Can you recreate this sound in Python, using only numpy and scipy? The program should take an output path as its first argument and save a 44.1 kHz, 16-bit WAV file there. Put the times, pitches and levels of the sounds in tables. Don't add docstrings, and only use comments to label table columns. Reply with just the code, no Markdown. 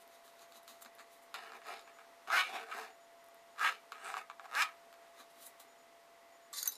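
import sys
import numpy as np
from scipy import signal
from scipy.fft import rfft, irfft, next_fast_len
from scipy.io import wavfile
from scipy.ndimage import uniform_filter1d, map_coordinates

SR = 44100
rng = np.random.default_rng(int(sys.argv[2]) if len(sys.argv) > 2 else 0)


def bounce(signal):
    frames = np.transpose(np.atleast_2d(signal))
    limited = np.clip(frames, -1, 1)
    pcm = np.round(limited * 32767).astype(np.int16)
    wavfile.write(sys.argv[1], SR, pcm)


def to_linear_factor(level_db):
    exponent = np.asarray(level_db, float) / 20
    return 10 ** exponent


N = 298557
TIME = np.arange(N) / SR
CUT_S = 6.529

# (peak [s], peak level [dB], rise over 20 dB [s], fall [s], low-mode weight [dB])
SKIMS = [
    (2.383, -28, 0.093, 0.055, -14.5),
    (3.668, -29.5, .09, 0.059, -17.5),
    (4.6, -31, .08, 0.05, -17),
]
PUSHES = [(1.45, -56, .1, 0.14, -3), (1.695, -46, 0.057, 0.097, 2.5), (2.277, -51.5, .003, 0.083, 18),
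          (2.48, -50, 0.093, .15, 9), (2.59, -48, 0.096, .1, -2.5), (2.714, -44, 0.0074, .04, -38),
          (2.745, -49, 0.092, .12, 3.5), (2.82, -48, .12, 0.095, 1), (3.95, -55, .03, .2, -8.5),
          (4.07, -47, 0.072, .15, -1.5), (4.14, -46.5, .12, .06, -3.5), (4.645, -44, 0.019, 0.086, -16),
          (3.72, -47, .03, 0.062, -11), (2.33, -36.5, .03, 0.039, 2), (2.43, -40, .02, 0.075, -17),
          (4.54, -41, .06, .03, -9.5), (2.41, -33, .03, .02, -10), (5.066, -64.5, 0.14, 0.045, -5)]
NUDGES = [(1.562, -52.5, 0.08, 0.032, -2), (1.62, -56, 0.014, 0.013, -25), (1.882, -56.5, 0.038, 0.13, -14),
          (1.99, -59, 0.014, 0.056, -1), (2.56, -48.5, .05, .04, 15.5), (4.177, -36.5, .025, .05, -11),
          (4.41, -64, 0.0054, 0.039, 9), (4.456, -56.5, 0.039, .02, 5.5)]
SCRAPES = [(1.346, -44.5, 0.0023, 0.026, 0), (1.37, -51.5, 0.031, .18, 0), (1.74, -52, .1, .11, -5.5),
           (4.624, -30, 0.035, .02, -21), (3.9215, -47, .002, .014, -4), (5.21, -59, 0.079, .04, -14)]
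# (roundness of rise [exponent], of fall [exponent], edge ring [dB])
SKIM, PUSH, NUDGE = (2.8, 1.5, -18.5), (1.6, 1.6, -14), (1.2, 1.2, -31)
SCRAPE = (1.5, 1.5, -7.5)
# (time [s], slip rate [1/s], share [0-1])
CHATTER = [
    [(2.296, 300, .5), (2.33, 340, .5), (2.39, 370, .5), (2.42, 370, .4)],
    [(3.555, 110, .5), (3.6, 170, .6), (3.64, 300, .3), (3.7, 330, .2)],
    [(4.505, 95, .95), (4.537, 140, .95), (4.56, 260, .75), (4.632, 360, .7)],
]
# (time [s], moving-mode weight [dB], upper-mode weight [dB], edge weight [dB])
CONTACT = [
    [(1.34, -5, 6, 4), (1.42, 3.5, 1.5, 2), (1.52, -6, 2.5, -5), (1.6, 9, 0, 12), (1.68, -4, -2, 3),
     (1.76, -5.5, 1.5, 5), (1.85, -2.5, -1, 13), (2.0, -1, -3, -7)],
    [(2.28, -9, 3.5, 3), (2.33, 1.5, -5, -1), (2.38, 4.5, 3, 8), (2.43, 1, 3, 9)],
    [(2.48, -1, 5, 11), (2.56, -6.5, 6.5, 2), (2.64, -1, -1, -15), (2.72, 2.5, 4.5, 0), (2.8, 3.5, -9, 1.5),
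     (2.88, -5.5, 3, 4)],
    [(3.57, -3, -6.5, -3), (3.62, 2.5, -7.5, -15), (3.67, 1, 0, -0.5), (3.72, 3.5, 0, 8.5),
     (3.78, -11, 7, 4)],
    [(3.92, 0, 7, -2.5), (4.0, 1, -1, -4), (4.07, -1, 3, -7), (4.13, -4, -6, -8), (4.19, -2, -9.5, -14),
     (4.45, 0.5, -8, -16)],
    [(4.51, -37, -20, -15), (4.55, -3, -7, -9), (4.59, 4, 0.5, 1.5), (4.63, 1, 4, 0.5), (4.67, -5, 4, -4),
     (4.72, 2, 2, -2), (5.1, 0, -8, 8)],
]
# (from [s], centre [Hz], width [Hz], blade flutter [dB])
BEND = [(0, 1640, 140, -20), (2.25, 1500, 80.05, -12), (2.45, 1540, 180, -17), (3.5, 1634, 90, -11.5),
        (3.85, 1601, 148, -11), (4.5, 1606, 188, -0.5), (4.638, 1615, 151, -14)]
# (centre [Hz], width [Hz], level [dB])
BOARD = [(518, 25, 0), (750, 200, -0.5), (1276, 94, 14)]
# (centre [Hz], width [Hz], level [dB])
THUD = [(716, 59, 10), (815, 83, 3.5), (1060, 190, 1.5)]
# (centre [Hz], width [Hz], level [dB])
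UPPER = [(2253, 55, 5), (2370, 95, 2.5), (2896, 276, -2), (3360, 374, -8.5), (4250, 120, -16)]
# (centre [Hz], width [Hz], level [dB])
TABLE = [(246, 36, -14), (354, 24, -1.5), (442, 44, 7)]
# (centre [Hz], width [Hz], level [dB])
EDGE = [(3810, 500, 3), (5130, 440, 5), (5900, 200, -2), (6960, 740, -6.5), (7200, 240, -4),
        (8700, 510, -9.5), (9400, 230, -4), (11160, 440, -12.5), (11700, 440, -18), (13800, 1000, -29)]
# (centre [Hz], width [Hz], level [dB])
FLUTTER = (5080, 330, 0)
# (frequency [Hz], density [dB per Hz])
SHEEN = [(2800, -32), (3600, 18), (5500, -32), (9000, -7), (15500, -18)]
LOW_CUT_HZ = 385
SHIFT, TRAVEL_PER_S = .035, 9

# (peak [s], peak level [dB], rise [s], fall [s], brightness [dB])
SAWS = [(.02, -66.5, 0.14, .035, 8), (.146, -66.5, .13, 0.081, 3), (.246, -66, 0.022, .18, 5),
        (.42, -60.5, 0.07, 0.054, -1.5), (.57, -60, .09, 0.033, 1.5), (.635, -73, .02, 0.032, 10),
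        (.682, -59, 0.013, 0.14, 1), (.826, -62, 0.025, 0.013, 24), (.858, -57, 0.02, 0.026, -6.5),
        (.955, -75, .04, .03, 8), (1.002, -58.5, 0.026, 0.043, -8), (1.13, -65.5, 0.056, 0.073, 8),
        (1.226, -78, .03, .06, 23)]
WIPES = [(5.203, -58.5, 0.062, 0.046, -1), (5.306, -70.5, 0.027, .04, 9.5), (5.425, -58, 0.081, .08, 8.5),
         (5.466, -60.5, 0.056, 0.034, 27), (5.6, -57.5, 0.0072, 0.046, 9)]
SWEEPS = [(4.05, -57, 0.047, .1, 0), (4.108, -56, 0.097, 0.039, 0), (4.176, -80, 0.013, .05, 0)]
SAW, BODY_DB, FIZZ_DB = (0.81, 1.08), -0.5, -3.5
# (centre [Hz], width [Hz], level [dB])
CRUMB = [(240, 54, -6.5), (700, 220, -5), (1130, 110, -0.5), (1640, 1070, -11.5)]
# (centre [Hz], width [Hz], level [dB])
RASP = [(3100, 780, 5), (3920, 410, 10), (4730, 660, 3.5), (6540, 520, 8.5)]
# (frequency [Hz], density [dB per Hz])
FIZZ = [(3820, -64), (6500, -1.5), (8480, -4), (9630, -1.5), (13500, -3.5), (14900, -1), (15500, -19)]

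# (time [s], peak level [dB], board over edge [dB])
SNAPS = [(.394, -47, -12), (.5228, -44, -7), (.6788, -39, -7.5), (.8225, -48, 2), (.849, -43, -3),
         (1.3423, -31.5, 0), (2.2742, -46.5, 11), (3.5948, -36, 3.5), (3.9207, -37.5, 4.5),
         (4.1014, -46, 17), (4.9279, -45, 0), (4.9404, -51, 1.5), (5.4424, -47.5, -9), (5.4674, -46, -19),
         (5.5996, -49, -5)]
KNOCKS = [(.9911, -45, -8), (.9958, -46, 7), (1.0006, -55, -1), (1.52, -44, 3.5), (1.9874, -58, 15),
          (2.0462, -59, 9), (3.6124, -48, 23), (4.0462, -45, 9), (4.0614, -50.5, 20), (4.1685, -40, 15),
          (4.2996, -42, 11.5), (4.3054, -54, 11.5), (4.3134, -55.5, 18), (4.3964, -47.5, 14),
          (4.4414, -62, 6), (4.448, -64, 15), (4.4558, -49, 9.5)]
TICKS = [(.0774, -56, -7), (.6314, -58, -6), (.9514, -57, -9), (3.227, -73, 16.5), (3.2424, -60, -4),
         (3.2634, -62, 1), (3.2862, -58.5, 6), (3.3452, -59, 7), (1.671, -55, -6), (1.691, -58, -4),
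         (1.761, -59, -2), (1.813, -60, -8), (1.469, -67, -6)]
BITES = [(1.3603, -40, -3), (1.494, -56, 6), (1.6157, -60.5, 7), (1.6526, -56, 4), (1.6601, -50, 5),
         (1.6771, -58, 5), (1.697, -57, 5), (1.8766, -55, 15), (1.535, -48, 9), (1.794, -41, 2),
         (2.754, -51.5, -4), (2.817, -53, -4), (3.716, -46, 0), (4.6305, -40, -3), (1.9934, -54, 6),
         (2.3028, -41, 19), (2.3192, -40, 15), (2.3307, -43, 10), (2.4993, -44, 1), (2.5472, -56, 8),
         (2.5622, -49, 10), (2.6704, -53, 2), (2.6964, -51, 8), (2.7158, -42, 2), (3.5613, -58, 12),
         (3.5853, -45.5, 9.5), (3.6312, -55, 1), (3.9809, -61, 5.5), (4.0153, -54, 9), (4.133, -52.5, 5),
         (4.141, -37, 11.5), (4.5517, -29, -2.5), (4.5981, -40, -0.5), (4.6221, -21, -3), (.0333, -60, -3),
         (.2788, -48, -1), (.811, -54, -6), (.861, -47.5, 8), (.985, -49, -1), (1.006, -56, 6),
         (.557, -54, 3)]
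SNAP_TOP_DB, KNOCK_TOP_DB, TICK_TOP_DB, BITE_TOP_DB = -12, -25, 6, -27
# (centre [Hz], width [Hz], level [dB])
KNOCK = [(750, 190, -6.5), (1234, 210, 3), (1660, 113, -0.5), (2280, 176, -8.5)]

# (peak [s], peak level [dB], rise [s], fall [s], table top under the ring [dB])
SLIDES = [(6.535, -41, 0.0063, 0.1, -14.5), (6.578, -35.5, 0.027, 0.084, -17.5),
          (6.632, -48, 0.005, 0.016, -16), (6.672, -47.5, 0.086, .006, -0.5),
          (6.69, -44, 0.0031, 0.0099, -9), (6.72, -48.5, 0.022, 0.063, -17)]
# (centre [Hz], width [Hz], level [dB])
CHINA = [
    [(3620, 210, 7), (4230, 240, 11), (6200, 88, 9), (7500, 180, 8), (8400, 400, -16), (9100, 96, 9), (10000, 150, 1), (12300, 330, -6)],
    [(3570, 73, -5), (3990, 140, 0.5), (4750, 140, -4.5), (6570, 140, -4), (7040, 160, -2.5), (9200, 110, -2), (9700, 100, -4), (10400, 100, -17), (12400, 240, -3.5)],
]
# (time [s], peak level [dB])
CLINKS = [(6.5297, -38), (6.6285, -27.5), (6.657, -35), (6.6754, -20.5), (6.7203, -38.5), (6.754, -44)]
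# (frequency [Hz], level [dB], t60 [s])
TINES = [
    [(1157, -2.5, 0.17), (7840, 6, 0.025), (12400, -18, .03)],
    [(1460, -10, .03), (4500, -3, 0.076), (6550, 2.5, 0.044), (7000, -3, 0.058), (9410, -5, .035),
     (10400, -20, .03), (12100, 2.5, .04), (13460, -15, .04)],
    [(1530, -14, 0.023), (4600, -2, 0.092), (6700, 5, 0.081), (7400, 4, 0.06), (10810, 7, 0.028),
     (12400, -9.5, 0.043)],
    [(1510, -15.5, 0.04), (3890, -13, 0.15), (6220, 1.5, 0.068), (9440, -11, 0.082), (12000, 3.5, 0.044),
     (12740, -21, 0.053), (13200, -12, .04), (14620, -18, .08)],
    [(3880, -3, 0.11), (8440, -13, .2), (11600, -2.5, 0.088), (12200, -1, 0.078), (14660, -3, 0.091)],
    [(3920, -1, .1), (5400, -1, .05), (7100, -1, 0.054), (9700, -4, 0.085)],
]

# (frequency [Hz], level [dB], wander [Hz])
HUM = [(679.2, -65, .5), (1118, -81, 8)]
# (frequency [Hz], level [dB])
WHISTLE = [(6950, -88), (13850, -105)]
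# (start [s], chirps [count], level [dB])
BURSTS = [(1.63, 4, 0), (2.9, 2, 0), (3.17, 3, -8), (3.495, 1, -5), (5.68, 2, 0), (6.32, 2, 0)]
CHIRP_S, CHIRP_GAP_S = .055, 0.1013
# (frequency [Hz], t60 [s])
KITCHEN = [(300, 0.16), (2000, 0.12), (12000, 0.1)]
# (frequency [Hz], density [dB per Hz])
AIR = [(15, -66), (25, -45), (169, -18), (215, -27), (246, -16.5), (331, -19.5), (445, -13.5), (567, -14.5),
       (666, -15.5), (722, -13.5), (997, -13.5), (1950, -22), (3830, -26.5), (7100, -31.5), (15500, -37)]
AIR_DB = -64
# (frequency [Hz], gain [dB])
MIC = [(60, -29.5), (220, -3), (14700, -1), (15050, -40), (17000, -48)]
# (frequency [Hz], density [dB per Hz])
PREAMP = [(20, 1), (120, -1.5), (300, -50), (1000, -120)]


def drags():
    drag_db, thud_db, edge_db = strokes((SKIMS, SKIM), (PUSHES, PUSH), (NUDGES, NUDGE), (SCRAPES, SCRAPE))
    rate, share = np.maximum(curves(CHATTER), [[1], [0]])
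    edge_db = edge_db - 12 * (share > 0) * np.clip(1 - rate / 300, 0, 1)

    judder = (np.diff(np.floor(np.cumsum(rate) / SR), prepend=0) > 0) * np.sqrt(SR / rate)
    judder = judder * to_linear_factor(1.0 * rng.standard_normal(N))
    slip_rate = np.clip(500 * to_linear_factor(.25 * (drag_db + 31.5)), 200, 700)
    slips = grit(slip_rate, spread_db=5.5, smooth=0.42)
    push = to_linear_factor(drag_db) * (np.sqrt(share) * judder + np.sqrt(1 - share) * slips)
    rub = to_linear_factor(drag_db + edge_db + 0.3 * wobble(54)) * rng.standard_normal(N) * np.sqrt(1 - share)

    contact = sum(CONTACT, [(0, 0, 0, 0)]) + [(7, 0.0012, 0.0081, 0.0017)]
    bend_db, upper_db, lean_db = curves([contact])
    hold = np.searchsorted([s for s, *_ in BEND], TIME, side='right') - 1
    bend = 0
    for k, (_, hz, width, _) in enumerate(BEND):
        bend = bend + filtered(push * to_linear_factor(bend_db - 6.0) * (hold == k), resonant([(hz, width, 0)]))

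    low_cut = lambda f: resonant(BOARD)(f) * (1j * f / (LOW_CUT_HZ + 1j * f)) ** 2
    upper = sliding(push * to_linear_factor(upper_db - 9), UPPER)
    thud = filtered(push * to_linear_factor(thud_db), resonant(THUD))
    board = to_linear_factor(-4.0) * filtered(push, low_cut) + bend - upper + thud

    skim_db = .9 * np.maximum(drag_db + 49, 0)
    heavy_db = np.minimum(thud_db, 0) - 7.5 - skim_db
    table = filtered(push * to_linear_factor(heavy_db), lambda f: resonant(TABLE)(f) * (f > 180))

    flutter_db = np.array(BEND)[hold, 3]
    flutter = filtered(push * to_linear_factor(edge_db + lean_db + flutter_db), resonant([FLUTTER]))
    ring = sliding(0.36 * push * to_linear_factor(edge_db + lean_db), EDGE)
    sheen = 0.35 * filtered(rub * to_linear_factor(lean_db), coloured(SHEEN))
    return streaky(board + table, depth_db=2.1) + streaky(flutter + ring + sheen, depth_db=2.2)


def crust():
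    rasp_db, bright_db = strokes((SAWS + WIPES, SAW))
    cracks = grit(np.full(N, 700.), spread_db=3, smooth=.75) * to_linear_factor(.8 * wobble(40))
    body = filtered(to_linear_factor(rasp_db + BODY_DB - bright_db) * cracks, resonant(CRUMB))
    rasp = filtered(to_linear_factor(rasp_db) * cracks, resonant(RASP))
    fizz = filtered(to_linear_factor(rasp_db + FIZZ_DB + 0.62 * bright_db) * cracks, coloured(FIZZ))

    sweep_db = strokes((SWEEPS, SAW))[0]
    loose = to_linear_factor(sweep_db) * grit(np.full(N, 250.), spread_db=11, smooth=0.29)
    flakes = filtered(loose, resonant([(7700, 950, -0.27), (8800, 1200, -1.6)]))
    return flakes + body + rasp + fizz


def taps():
    kinds = [(SNAPS, SNAP_TOP_DB), (KNOCKS, KNOCK_TOP_DB), (TICKS, TICK_TOP_DB), (BITES, BITE_TOP_DB)]
    rows = [(*row, top_db) for kind, top_db in kinds for row in kind]
    hits, t = np.zeros((3, N + 400)), np.arange(400) / SR
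    for s, db, board_db, top_db in rows:
        crack = (t == 0) + .1 * rng.standard_normal(400) * to_linear_factor(-60 * t / .006)
        levels_db = db + np.array([[board_db + 12.5], [9], [top_db + 10.5]])
        hits[:, round(s * SR):][:, :400] += to_linear_factor(levels_db) * crack
    edge = resonant([(4040, 780, -3.0), (5160, 280, -7), (7170, 830, -9.5)])
    top = lambda f: resonant([(11500, 6000, 0)])(f) ** 2
    return filtered(hits[0], resonant(KNOCK)) + filtered(hits[1], edge) + filtered(hits[2], top)


def fork():
    ring_db, table_db = strokes((SLIDES, (1.2, 1.1)))
    grind = to_linear_factor(ring_db - 3) * grit(np.full(N, 1500.), spread_db=4, smooth=.7)
    tilt = np.clip((TIME - 6.56) / 0.0054, 0, 1)
    flat = filtered(grind * (1 - tilt), resonant(CHINA[0]))
    lifted = filtered(grind * tilt, resonant(CHINA[1]))
    glaze = to_linear_factor(-5.5) * filtered(grind, resonant([(5040, 1700, 4.0), (11500, 2900, -3.5)]))
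    rumble = to_linear_factor(ring_db + table_db) * rng.standard_normal(N)
    table = filtered(rumble, resonant([(1070, 420, -2.5), (1950, 290, 3.0)]))
    return flat + lifted + glaze + table + clinks()


def clinks():
    out, t = np.zeros(N + SR), np.arange(SR // 4) / SR
    for (s, db), modes in zip(CLINKS, TINES):
        ring = 0
        for hz, level_db, t60_s in modes:
            beat = 1 + .5 * np.sin(2 * np.pi * rng.uniform(49, 160) * t)
            ring = ring + to_linear_factor(level_db - 60 * t / t60_s) * beat * np.sin(2 * np.pi * hz * t)
        crack = np.diff(rng.standard_normal(len(t) + 1)) * to_linear_factor(-60 * t / 0.019)
        out[round(s * SR):][:len(t)] += to_linear_factor(db - 9.0) * (ring + 1.06 * crack)
    return out[:N]


def room(x):
    hz, t, z = signal.stft(rng.standard_normal(SR // 2), SR, nperseg=256)
    decay = to_linear_factor(-60 * t / along(KITCHEN, hz)[:, None])
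    tail = signal.istft(z * decay, SR, nperseg=256)[1]
    return signal.fftconvolve(np.pad(x, (150, 0)), tail / np.linalg.norm(tail))[:N]


def motor():
    hum = 0
    for hz, db, wander_hz in HUM:
        turns = np.cumsum(hz + wander_hz * wobble(60)) / SR
        hum = hum + to_linear_factor(db + 6.0 + 0.88 * wobble(2.47)) * np.sin(2 * np.pi * turns)
    band = to_linear_factor(-72 + 0.92 * wobble(25)) * filtered(rng.standard_normal(N), resonant([(1983, 145, 0)]))

    gate = np.zeros(N)
    for s, chirps, db in BURSTS:
        for k in range(chirps):
            middle_s = s + k * CHIRP_GAP_S + CHIRP_S / 2
            gate += to_linear_factor(db) * (abs(TIME - middle_s) < CHIRP_S / 2)
    gate = uniform_filter1d(gate, size=200)
    whistle = 0
    for hz, db in WHISTLE:
        turns = np.cumsum(hz + 15 * wobble(73)) / SR
        whistle = whistle + to_linear_factor(db + 15.5) * np.sin(2 * np.pi * turns)
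    return (hum + band + (gate + .12) * whistle) * (TIME < CUT_S)


def room_air():
    drift_db = .6 * wobble(2.77)
    return to_linear_factor(AIR_DB + 2.0 + drift_db) * filtered(rng.standard_normal(N), coloured(AIR))


def strokes(*kinds):
    power, tint, t = 1e-14, 0, TIME[::32]
    for rows, (up, down, *shared) in kinds:
        for s, db, rise_s, fall_s, colour in rows:
            rise = abs((t - s) / rise_s) ** up
            fall = abs((t - s) / fall_s) ** down
            p = to_linear_factor(2 * (db - 20 * np.where(t < s, rise, fall)))
            power = power + p
            tint = tint + np.multiply.outer([colour, *shared], p)
    return [np.interp(TIME, t, c) for c in (10 * np.log10(power), *(tint / power))]


def grit(rate, spread_db, smooth):
    phase = np.cumsum(rate * to_linear_factor(3 * wobble(150))) / SR
    slips = (np.diff(np.floor(phase), prepend=0) > 0) * np.sqrt(SR / rate)
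    slips = unit(slips * to_linear_factor(spread_db * np.clip(rng.standard_normal(N), -3, 1.4)))
    smooth = np.clip(smooth, 0, 1)
    return np.sqrt(1 - smooth) * slips + np.sqrt(smooth) * rng.standard_normal(N)


def sliding(x, peaks):
    turn = np.pi / 4 * (1 + np.tanh(2 * wobble(TRAVEL_PER_S)))
    moved = [(hz * (1 + SHIFT * np.clip(hz / 2000 - 1, 0, 1)), width, db) for hz, width, db in peaks]
    return filtered(x * np.cos(turn), resonant(peaks)) + filtered(x * np.sin(turn), resonant(moved))


def streaky(x, depth_db):
    z = signal.stft(x, nperseg=512)[2]
    field = uniform_filter1d(rng.standard_normal(z.shape), size=3, axis=0)
    field = uniform_filter1d(field, size=12, axis=1)
    gain = to_linear_factor(depth_db * unit(field))
    return signal.istft(z * normal(gain), nperseg=512)[1][:N]


def curves(tables):
    out = np.full((len(tables[0][0]) - 1, N), -140.)
    for rows in tables:
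        s, *cols = np.transpose(rows)
        on = (TIME >= s[0]) & (TIME <= s[-1])
        out[:, on] = [np.interp(TIME[on], s, c) for c in cols]
    return out


def wobble(rate):
    return map_coordinates(rng.standard_normal(int(N * rate / SR) + 4), [TIME * rate])


def filtered(x, response):
    m = next_fast_len(N + SR // 2)
    return irfft(rfft(x, m) * normal(response(np.fft.rfftfreq(m, 1 / SR))), m)[:N]


def resonant(peaks):
    def response(f):
        total = 0
        for k, (hz, width, db) in enumerate(peaks):
            damping = 1j * f * width
            total = total + (-1) ** k * to_linear_factor(db) * damping / (hz * hz - f * f + damping)
        return total
    return response


def coloured(points):
    return lambda f: to_linear_factor(along(points, f))


def along(points, hz):
    f, v = np.transpose(points)
    return np.interp(np.log(hz + 1), np.log(f + 1), v)


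def normal(gain):
    return gain / np.sqrt(np.mean(abs(gain) ** 2))


def unit(x):
    return x / np.sqrt(np.mean(x ** 2) + 1e-20)


def scene():
    knife = drags() + crust() + taps()
    plate = fork()
    echoes = to_linear_factor(-7.0) * room(knife) + to_linear_factor(-11.5) * room(plate)
    return (knife + plate + echoes + room_air() + motor())[None]


def roll_off(x):
    return signal.sosfilt(signal.butter(12, 16450, fs=SR, output="sos"), x)


def record(dry):
    m = next_fast_len(N + 8192)
    mic = coloured(MIC)(np.fft.rfftfreq(m, 1 / SR))
    x = irfft(rfft(dry, m) * mic, m)[:, :N]
    mix = x + to_linear_factor(-92.5) * filtered(rng.standard_normal(N), coloured(PREAMP))
    return roll_off(mix)


dry = scene()
out = record(dry)
bounce(out)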